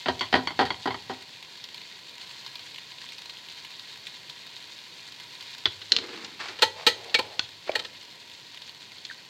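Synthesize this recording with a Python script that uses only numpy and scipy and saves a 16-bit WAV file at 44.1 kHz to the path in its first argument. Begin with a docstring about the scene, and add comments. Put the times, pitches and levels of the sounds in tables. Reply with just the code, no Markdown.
"""Eggs fry in a pan on a gas hob, close to a small microphone: bursting bubbles crackle over a fine hiss.
In the first second a wooden spatula is knocked clean on the rim, each knock a burst ringing rim or edge.
Loud spits of fat, short noise bursts, follow until about 5.4 s; a few more come after 8.5 s.
From 5.6 s utensils click, ring, drag and rattle beside the hob, made of impacts, resonances and slips.
A small hard-walled kitchen adds a short tail to the knocks; a low hum and a faint hiss stay throughout."""
import sys
import numpy as np
from scipy import signal
from scipy.fft import rfft, irfft
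from scipy.io import wavfile
from scipy.ndimage import uniform_filter1d

SR = 44100
rng = np.random.default_rng(int(sys.argv[2]) if len(sys.argv) > 2 else 0)


def output_pcm(signal):
    """Save a mono or channel-first signal as 16-bit PCM at the path in sys.argv[1].

    Samples are clipped to [-1, 1] before scaling.
    """
    pcm = np.clip(np.atleast_2d(signal).T, -1, 1) * 32767
    wavfile.write(sys.argv[1], SR, np.round(pcm).astype(np.int16))


N = 409688

# Every COLOUR is a smooth spectrum: (frequency [Hz], relative density [dB per Hz])
# Every MODES table holds resonances on it: (frequency [Hz], width [Hz], relative density [dB per Hz])

# Frying without the loud spits: (time [s], level [dB])
FRYING_LEVEL = [(0.0, -44), (0.6, -46), (2.1, -46), (2.51, -43.5), (2.85, -45.5), (3.52, -44.5),
                (4.94, -45.5), (5.46, -44), (5.92, -46.5), (6.65, -45.5), (7.5, -46.5), (9.29, -47.5)]
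# Frying as the pan and microphone pass it on: (frequency [Hz], relative density [dB per Hz])
PAN_COLOUR = [(410, -42), (700, -13.5), (874, -10), (957, 1), (1210, -12), (1740, -4.5), (1890, -12.5),
              (2290, -6.5), (2420, -3.5), (4340, 0.5), (5490, -10.5), (7230, -15), (10000, -26),
              (11900, -23.5), (15800, -29)]
# Pan and microphone resonances: (frequency [Hz], width [Hz], relative density [dB per Hz])
PAN_MODES = [(970, 31, -11), (1912, 90, 9), (2114, 170, 7.5), (2427, 27, 11.5), (2730, 30, -16),
             (3740, 62, 14), (4150, 81, 11.5), (4450, 17, 17)]
# Loud spits of fat: (time [s], peak level [dB], centre frequency [Hz])
SPITS = [(1.4265, -27.5, 3250), (1.574, -35, 4200), (1.6405, -26, 4760), (1.7442, -26.5, 3650),
         (1.7787, -31, 3200), (1.815, -31.5, 3290), (2.214, -31.5, 3950), (2.311, -32, 3030),
         (2.4634, -24.5, 4800), (2.5551, -26, 4150), (2.593, -30.5, 4180), (2.744, -30, 3670),
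         (2.76, -30, 2500), (2.783, -27.5, 2580), (2.9178, -30.5, 3370), (2.984, -31.5, 3260),
         (3.016, -30.5, 4250), (3.0892, -28, 3810), (3.121, -30.5, 2000), (3.182, -30.5, 4450),
         (3.2958, -25, 3860), (3.37, -29, 3670), (3.486, -32, 3020), (3.576, -31, 3070), (3.648, -29, 2880),
         (3.795, -28, 4050), (4.069, -24.5, 2900), (4.297, -27, 4190), (4.564, -30, 3560),
         (4.788, -31, 4000), (4.994, -36, 3000), (5.122, -30, 4500), (5.352, -32, 4420),
         (5.408, -27.5, 4530), (8.5739, -30.5, 2770), (8.619, -28.5, 4130), (8.694, -29.5, 3630),
         (8.9825, -32.5, 4200)]
# Centres of the bubble snaps, small bubbles higher than large ones: (frequency [Hz], ...)
BUBBLES_HZ = (1830, 2860, 4050, 6130, 7900)
# Low hum of the kitchen: (frequency [Hz], relative density [dB per Hz])
HUM_COLOUR = [(25, -25), (50, -17.5), (80, -2.5), (130, 6.5), (200, 1.5), (470, 1.5), (720, -3),
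              (960, -3.5), (1300, -32), (3000, -64)]
# Faint hiss that differs between channels: (frequency [Hz], relative density [dB per Hz])
HISS_COLOUR = [(59, -41), (100, -14), (2300, -24), (3030, -38), (4070, -83), (5140, -35), (10100, -27.5),
               (15800, -31)]

# All blows: (time [s], loudest 4 ms in the 1.5-5.5 kHz band [dB], extra body [dB], extra treble [dB],
#             fade to 1/e of the force [s])
# Spatula on the pan rim, columns as for all blows
SPATULA = [(0.0591, -25.5, -6, -9, 0.015), (0.0842, -22.5, -1, 2, 0.011), (0.3276, -22, -3, 3, 0.0076),
           (0.34, -15, -3.5, -4, 0.0031), (0.3524, -21.5, -1.5, 5, 0.021), (0.5911, -20.5, 0.5, 3.5, 0.02),
           (0.6109, -26.5, 4, 7, 0.017), (0.6535, -30, -14, 11.5, 0.017), (0.857, -31.5, 5.5, 10, 0.0091),
           (0.8739, -30, 4, -17, 0.014), (1.0968, -37.5, 5.5, -1, 0.02)]
# Blade ticking back on its edge, columns as for all blows
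REBOUNDS = [(0.194, -34, -22, 12, 0.0046), (0.2093, -24.5, 1.5, 3, 0.018), (0.4728, -23.5, 0.5, 1, 0.0099),
            (0.5053, -38, 6, -4, 0.02), (0.7043, -26, 4, -4, 0.0099), (0.7432, -37, -3, -3, 0.004),
            (0.9064, -33, 5.5, -2, 0.015), (0.944, -35, 6.5, -5, 0.0094)]
# Short hard clicks of small utensils, columns as for all blows
UTENSILS = [(5.656, -20.5, 6, -20, 0.0094), (5.8162, -36.5, -0.5, -5, 0.0091),
            (5.9198, -11.5, -11.5, 5, 0.0037), (5.9645, -13.5, -11, -2, 0.004),
            (5.9863, -24.5, -1, -12, 0.0025), (6.2463, -37, -1, 16, 0.005), (6.4049, -39.5, 7, 2, 0.0078),
            (6.484, -38.5, 9.5, 10, 0.015), (7.0968, -37, -10, -9, 0.0052),
            (7.3937, -16.5, 0.5, 1.5, 0.0024), (7.6764, -44, 16.5, -2, 0.017),
            (7.7172, -34, -3, -4, 0.0035), (9.0506, -32.5, -10, 7, 0.0047)]
# Heavier metal utensils rattling together, columns as for all blows
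CLANKS = [(6.589, -34, -1, -15, 0.0028), (6.614, -36, -2, 0, 0.004), (6.6211, -13.5, 0.5, 2.5, 0.01),
          (6.8662, -12, -0.5, 0.5, 0.012), (7.1432, -14, -6.5, -7, 0.0061), (7.1884, -22.5, 5, 1, 0.0062),
          (7.7531, -22, -1.5, 1, 0.0074), (7.7929, -28.5, -6.5, -4, 0.0019), (7.8476, -34, -6, -7, 0.0034)]
# Bodies set ringing by the blows, columns as for every COLOUR and MODES
RIM_COLOUR = [(35, -57.5), (60, -26), (255, -3.5), (537, -10), (780, -2), (1240, -4.5), (1940, -10.5),
              (2620, -15), (4590, -14), (5400, -30), (15800, -56)]
RIM_MODES = [(257, 31, 0.5), (390, 91, -3.5), (481, 12, -7), (773, 68, 7.5), (976, 140, 4.5),
             (1260, 43, -16), (1560, 150, -16), (1904, 110, -4.5), (3140, 300, -9.5), (3300, 40, -20),
             (4450, 160, -24), (4960, 330, -44)]
EDGE_COLOUR = [(60, -44), (300, -9), (700, -35), (1500, -10), (2600, -22.5), (4000, -12), (5200, -22.5),
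               (15800, -66.5)]
EDGE_MODES = [(990, 270, 3), (1450, 210, -5.5), (2074, 300, 10), (3210, 570, 8), (4450, 210, 6)]
CLICK_COLOUR = [(60, -30), (314, -33.5), (745, -35.5), (1720, -16.5), (3000, 0.5), (4200, 0), (5300, -9.5),
                (7000, -16), (10000, -46), (15800, -54)]
CLICK_MODES = [(370, 90, -17), (2000, 400, -12), (3400, 500, -4), (4200, 400, 0)]
TOOL_COLOUR = [(60, -40), (300, -16), (490, -5), (900, -37), (1500, -21), (4300, -13.5), (5600, -25),
               (8000, -16.5), (10000, -27), (13000, -23), (15800, -30)]
TOOL_MODES = [(485, 80, -2), (880, 80, -3), (1000, 80, -7), (1314, 80, -9), (1825, 130, -9),
              (2430, 130, -7), (2870, 150, -8), (3140, 150, -8), (3380, 130, -8), (3844, 150, -7),
              (4180, 130, -4), (4355, 130, -4)]
# Borders between the low, middle, high and top bands of a blow: (frequency [Hz], ...)
BAND_EDGES_HZ = (600, 1500, 5500)
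# Usual balance of a blow against its high band:
# (low band [dB], middle band [dB], top band [dB], thud of the worktop [dB])
SPATULA_BALANCE = (0, -0.5, -24, -14.5)
REBOUND_BALANCE = (-11.5, -3, -11.5, -22)
UTENSIL_BALANCE = (-20.5, -11, -16.5, -29.5)
CLANK_BALANCE = (-10.5, -9.5, -22.5, -31.5)

# Decay of the room tail by band: (centre frequency [Hz], t60 [s])
KITCHEN_DECAY = [(100, 1), (500, 0.46), (2000, 0.24), (6000, 0.29), (14000, 0.17)]
# Single resonances, hollow tocks to long metal rings: (time [s], level [dB], frequency [Hz], t60 [s])
TOCKS = [(5.656, -5, 3435, 0.015), (5.92, -4, 4120, 0.029), (6.405, -25.5, 1790, 0.04),
         (6.625, -17, 889, 0.12), (6.628, -38, 6200, 0.2), (6.630, -26.5, 1950, 0.21),
         (6.872, -41, 6400, 0.31), (6.875, -26, 1960, 0.19), (7.150, -15.5, 2268, 0.087),
         (7.394, -25, 1520, 0.049), (7.694, -8.5, 610, 0.015), (7.693, -24, 2320, 0.027),
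         (7.755, -16, 1896, 0.041), (9.099, -28.5, 1820, 0.025), (9.111, -24.5, 1570, 0.02)]
# Something dragged over wood: (start [s], length [s], rumble frequency [Hz], rumble [dB], scrape [dB])
STROKES = [(5.91, 0.12, 352, -45, -45), (6.08, 0.17, 315, -49, -45.5), (6.39, 0.037, 400, -53, -36.5),
           (6.487, 0.015, 396, -55, -49.5), (6.753, 0.08, 800, -44, -47), (6.897, 0.44, 554, -50, -53.5),
           (7.66, 0.15, 394, -52.5, -50)]

SPIT_FADE_S = 0.0043
HUM_DB, HISS_DB, KITCHEN_DB = -60, -71.5, -14.5
WORKTOP_HZ, WORKTOP_T60_S = 90.8, 0.29  # low thud under every blow
STROKE_ATTACK_S, STROKE_FADE_DB_PER_S = 0.015, 121
TOP_HZ = 15900


def undb(db):
    """Gain of a level in dB."""
    return 10 ** (np.asarray(db) / 20)


def level(x, db):
    """Scale to an rms level in dB."""
    return x * undb(db) / np.sqrt(np.mean(x ** 2))


def curve(table, column):
    """One column of a time table at every sample."""
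    rows = np.array(table)
    return np.interp(np.arange(N) / SR, rows[:, 0], rows[:, column])


def response(colour, modes=(), between_db=0., size=8192):
    """Causal, minimum-phase impulse response of a smooth spectrum with resonances standing on it."""
    hz = np.maximum(np.arange(size // 2 + 1) * SR / size, 1)
    rows = np.array(colour)
    smooth_db = np.interp(np.log(hz), np.log(rows[:, 0]), rows[:, 1]) + between_db
    power = undb(2 * smooth_db)
    for centre, width, db in modes:
        power = power + undb(2 * db) / (1 + (2 * (hz - centre) / width) ** 2) ** 2
    # folding the cepstrum forward in time makes the response causal
    cepstrum = irfft(np.log(power) / 2)
    cepstrum[1:size // 2] *= 2
    cepstrum[size // 2 + 1:] = 0
    return irfft(np.exp(rfft(cepstrum)))[:size // 2]


def band(x, lo_hz, hi_hz):
    """Steep band-pass."""
    sos = signal.butter(4, [lo_hz, hi_hz], "bandpass", fs=SR, output="sos")
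    return signal.sosfilt(sos, x)


def walk(rate):
    """Random levels held 1 / rate s and slewed twice; spread 1."""
    hold = int(SR / rate)
    steps = np.repeat(rng.standard_normal(N // hold + 1), hold)
    slewed = uniform_filter1d(uniform_filter1d(steps, hold), hold)[:N]
    return slewed / slewed.std()


def clicks(size, rate, scatter_db):
    """Random tiny impacts at a mean rate per second, a few larger than the rest."""
    hit = rng.random(size) < rate / SR
    sign = rng.choice([-1, 1], size)
    strength = np.minimum(rng.exponential(size=size), 4)
    return hit * sign * undb(scatter_db * strength)


def add(out, s, x):
    """Mix a sound in at time s."""
    start = int(s * SR)
    out[start:start + len(x)] += x[:N - start]


def fat_spits(pan):
    """Spits of fat: decaying noise bursts, strongest around their own pitch, heard through the pan."""
    out, t = np.zeros(N), np.arange(SR // 20) / SR
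    for s, db, hz in SPITS:
        burst = rng.standard_normal(len(t)) * np.exp(-t / SPIT_FADE_S)
        pitched = band(burst, hz / 2.16, hz * 1.68)
        spit = np.convolve(burst + pitched, pan[:400])
        add(out, s, spit * undb(db) / np.abs(spit).max())
    return out


def frying():
    """Steam bubbles burst in the fat: fine fizz, a dense crackle in quick flurries, and the loudest spits."""
    fine = level(clicks(N, 6000, 0.9), 0)
    flurry = undb(2.5 * walk(45))
    # a droplet splutters: a sharp start, then a few milliseconds of noise
    droplets = np.abs(clicks(N, 60, 4))
    splutter = signal.lfilter([1], [1, -np.exp(-1 / (.003 * SR))], droplets)
    snaps = level(clicks(N, 120, 2.4) * flurry, -10.5)
    snaps += level(splutter * rng.standard_normal(N), -7.0)
    for hz in BUBBLES_HZ:
        bubbles = band(clicks(N, 260, 1.6) * flurry, hz / 1.327, hz * 1.253)
        snaps += level(bubbles, -2 + 10 * np.log10(hz / SR))
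    pan = response(PAN_COLOUR, PAN_MODES, between_db=9.0)
    crackle = level(signal.fftconvolve(fine + snaps, pan)[:N], 0)
    return crackle * undb(curve(FRYING_LEVEL, 1)) + fat_spits(pan)


def steady(colour, db):
    """Smooth noise of a given colour."""
    return level(signal.fftconvolve(rng.standard_normal(N), response(colour))[:N], db)


def hum():
    """The low steady hum of the kitchen: noise concentrated in the bass."""
    return steady(HUM_COLOUR, HUM_DB)


def faint_hiss():
    """Faint coloured noise, the only part that differs between the channels."""
    return steady(HISS_COLOUR, HISS_DB)


def blows(table, body, balance, first, rise_s, chatter_s):
    """Blows land, chatter, fade and ring a body; weight brings out the low end, sharpness the treble."""
    out, t = np.zeros(N), np.arange(SR // 3) / SR
    edges = (40, *BAND_EDGES_HZ, 17000)
    thud_fade = undb(-60 * t / WORKTOP_T60_S) * np.minimum(t / 0.0097, 1)
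    for s, high_db, weight, edge, fade in table:
        low_db = high_db + weight + balance[0]
        mid_db = high_db + weight + balance[1]
        top_db = high_db + edge + balance[2]
        force = clicks(len(t), 6000, 0.42) + 0.16 * rng.standard_normal(len(t))
        force *= np.minimum(t / rise_s, 1)
        force[0] = first  # first contact
        force *= np.exp(-np.maximum(t - chatter_s, 0) / max(fade, .0005))
        ring = signal.fftconvolve(force, body)[:len(t)]
        for lo, hi, db in zip(edges, edges[1:], (low_db, mid_db, high_db, top_db)):
            part = band(ring, lo, hi)
            loudest = uniform_filter1d(part ** 2, size=180).max() ** .5
            add(out, s, part * undb(db) / loudest)
        thud = band(rng.standard_normal(len(t)), WORKTOP_HZ / 1.16, WORKTOP_HZ * 1.38)
        add(out, s, level(thud, high_db + weight + balance[3]) * thud_fade)
    return out


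def spatula_knocks():
    """The wooden spatula strikes the pan and sets the rim ringing."""
    rim = response(RIM_COLOUR, RIM_MODES, between_db=-2.5)
    return blows(SPATULA, rim, SPATULA_BALANCE, first=4.4, rise_s=0.0017, chatter_s=0.0039)


def spatula_rebounds():
    """The blade ticks back on its edge, with a sharp contact and little chatter."""
    blade = response(EDGE_COLOUR, EDGE_MODES)
    return blows(REBOUNDS, blade, REBOUND_BALANCE, first=5.0, rise_s=0.00022, chatter_s=0.0019)


def kitchen():
    """Tail of the room: bands of noise, each dying in its own time, the bass slowest."""
    t, tail = np.arange(SR // 2) / SR, 0
    for hz, t60 in KITCHEN_DECAY:
        noise = band(rng.standard_normal(len(t)), hz / 2, min(hz * 2, 19000))
        tail = tail + noise * undb(-60 * t / t60)
    tail *= np.minimum(t / 0.0064, 1)
    return tail * undb(KITCHEN_DB) / np.sqrt(np.sum(tail ** 2))


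def utensil_clicks():
    """Small utensils make hard contacts that chatter only about a millisecond before fading."""
    small_tool = response(CLICK_COLOUR, CLICK_MODES, between_db=-1.5)
    return blows(UTENSILS, small_tool, UTENSIL_BALANCE, first=3.0, rise_s=0.00051, chatter_s=0.0011)


def tocks():
    """One damped resonance each, pushed softly; rattling contact makes the ring waver."""
    out, t = np.zeros(N), np.arange(SR // 2) / SR
    for s, db, hz, t60 in TOCKS:
        waver = uniform_filter1d(rng.standard_normal(len(t)), size=300) * 4.8
        ring = np.sin(2 * np.pi * hz * t + waver) * (1 + waver)
        fade = undb(db - 60 * t / t60) * np.minimum(t / 0.0013, 1)
        add(out, s, ring * fade)
    return band(out, 300, 17000)


def drag():
    """Uneven stick-slip clicks: low wooden rumble and dry, grainy scrape; strokes set in, hold and die."""
    slips = clicks(N, 1500, 2.0) * undb(1.2 * walk(60))
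    scrape = band(slips, 700, 2300) + .6 * band(slips, 2300, 4800) + .12 * band(slips, 4800, 8000)
    scrape = level(scrape, 0)
    out, t = np.zeros(N), np.arange(N) / SR
    for s, length, hz, rumble_db, scrape_db in STROKES:
        rumble = level(band(slips, hz / 1.61, hz * 1.535), 0)
        attack = np.clip((t - s) / STROKE_ATTACK_S, 0, 1)
        fade = undb(-STROKE_FADE_DB_PER_S * np.maximum(t - s - length, 0))
        out += attack * fade * (rumble * undb(rumble_db) + scrape * undb(scrape_db))
    return out


def utensil_clanks():
    """Heavier metal utensils rattle together, chattering longer than the small ones."""
    heavy_tool = response(TOOL_COLOUR, TOOL_MODES, between_db=3.0)
    return blows(CLANKS, heavy_tool, CLANK_BALANCE, first=2.6, rise_s=0.0019, chatter_s=0.0073)


def scene():
    """All sources reach both channels alike; only a faint hiss differs between them."""
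    knocks = spatula_knocks() + spatula_rebounds()
    knocks += utensil_clicks() + tocks() + drag() + utensil_clanks()
    room = signal.fftconvolve(knocks, kitchen())[:N]
    mid = frying() + hum() + knocks + room
    side = faint_hiss()
    return np.array([mid + side, mid - side])


def record(dry):
    """The recorder stops at full scale and cuts the top."""
    top_cut = signal.ellip(10, .2, 90, TOP_HZ, fs=SR, output="sos")
    return signal.sosfilt(top_cut, np.clip(dry, -1, 1))


dry = scene()
out = record(dry)
output_pcm(out)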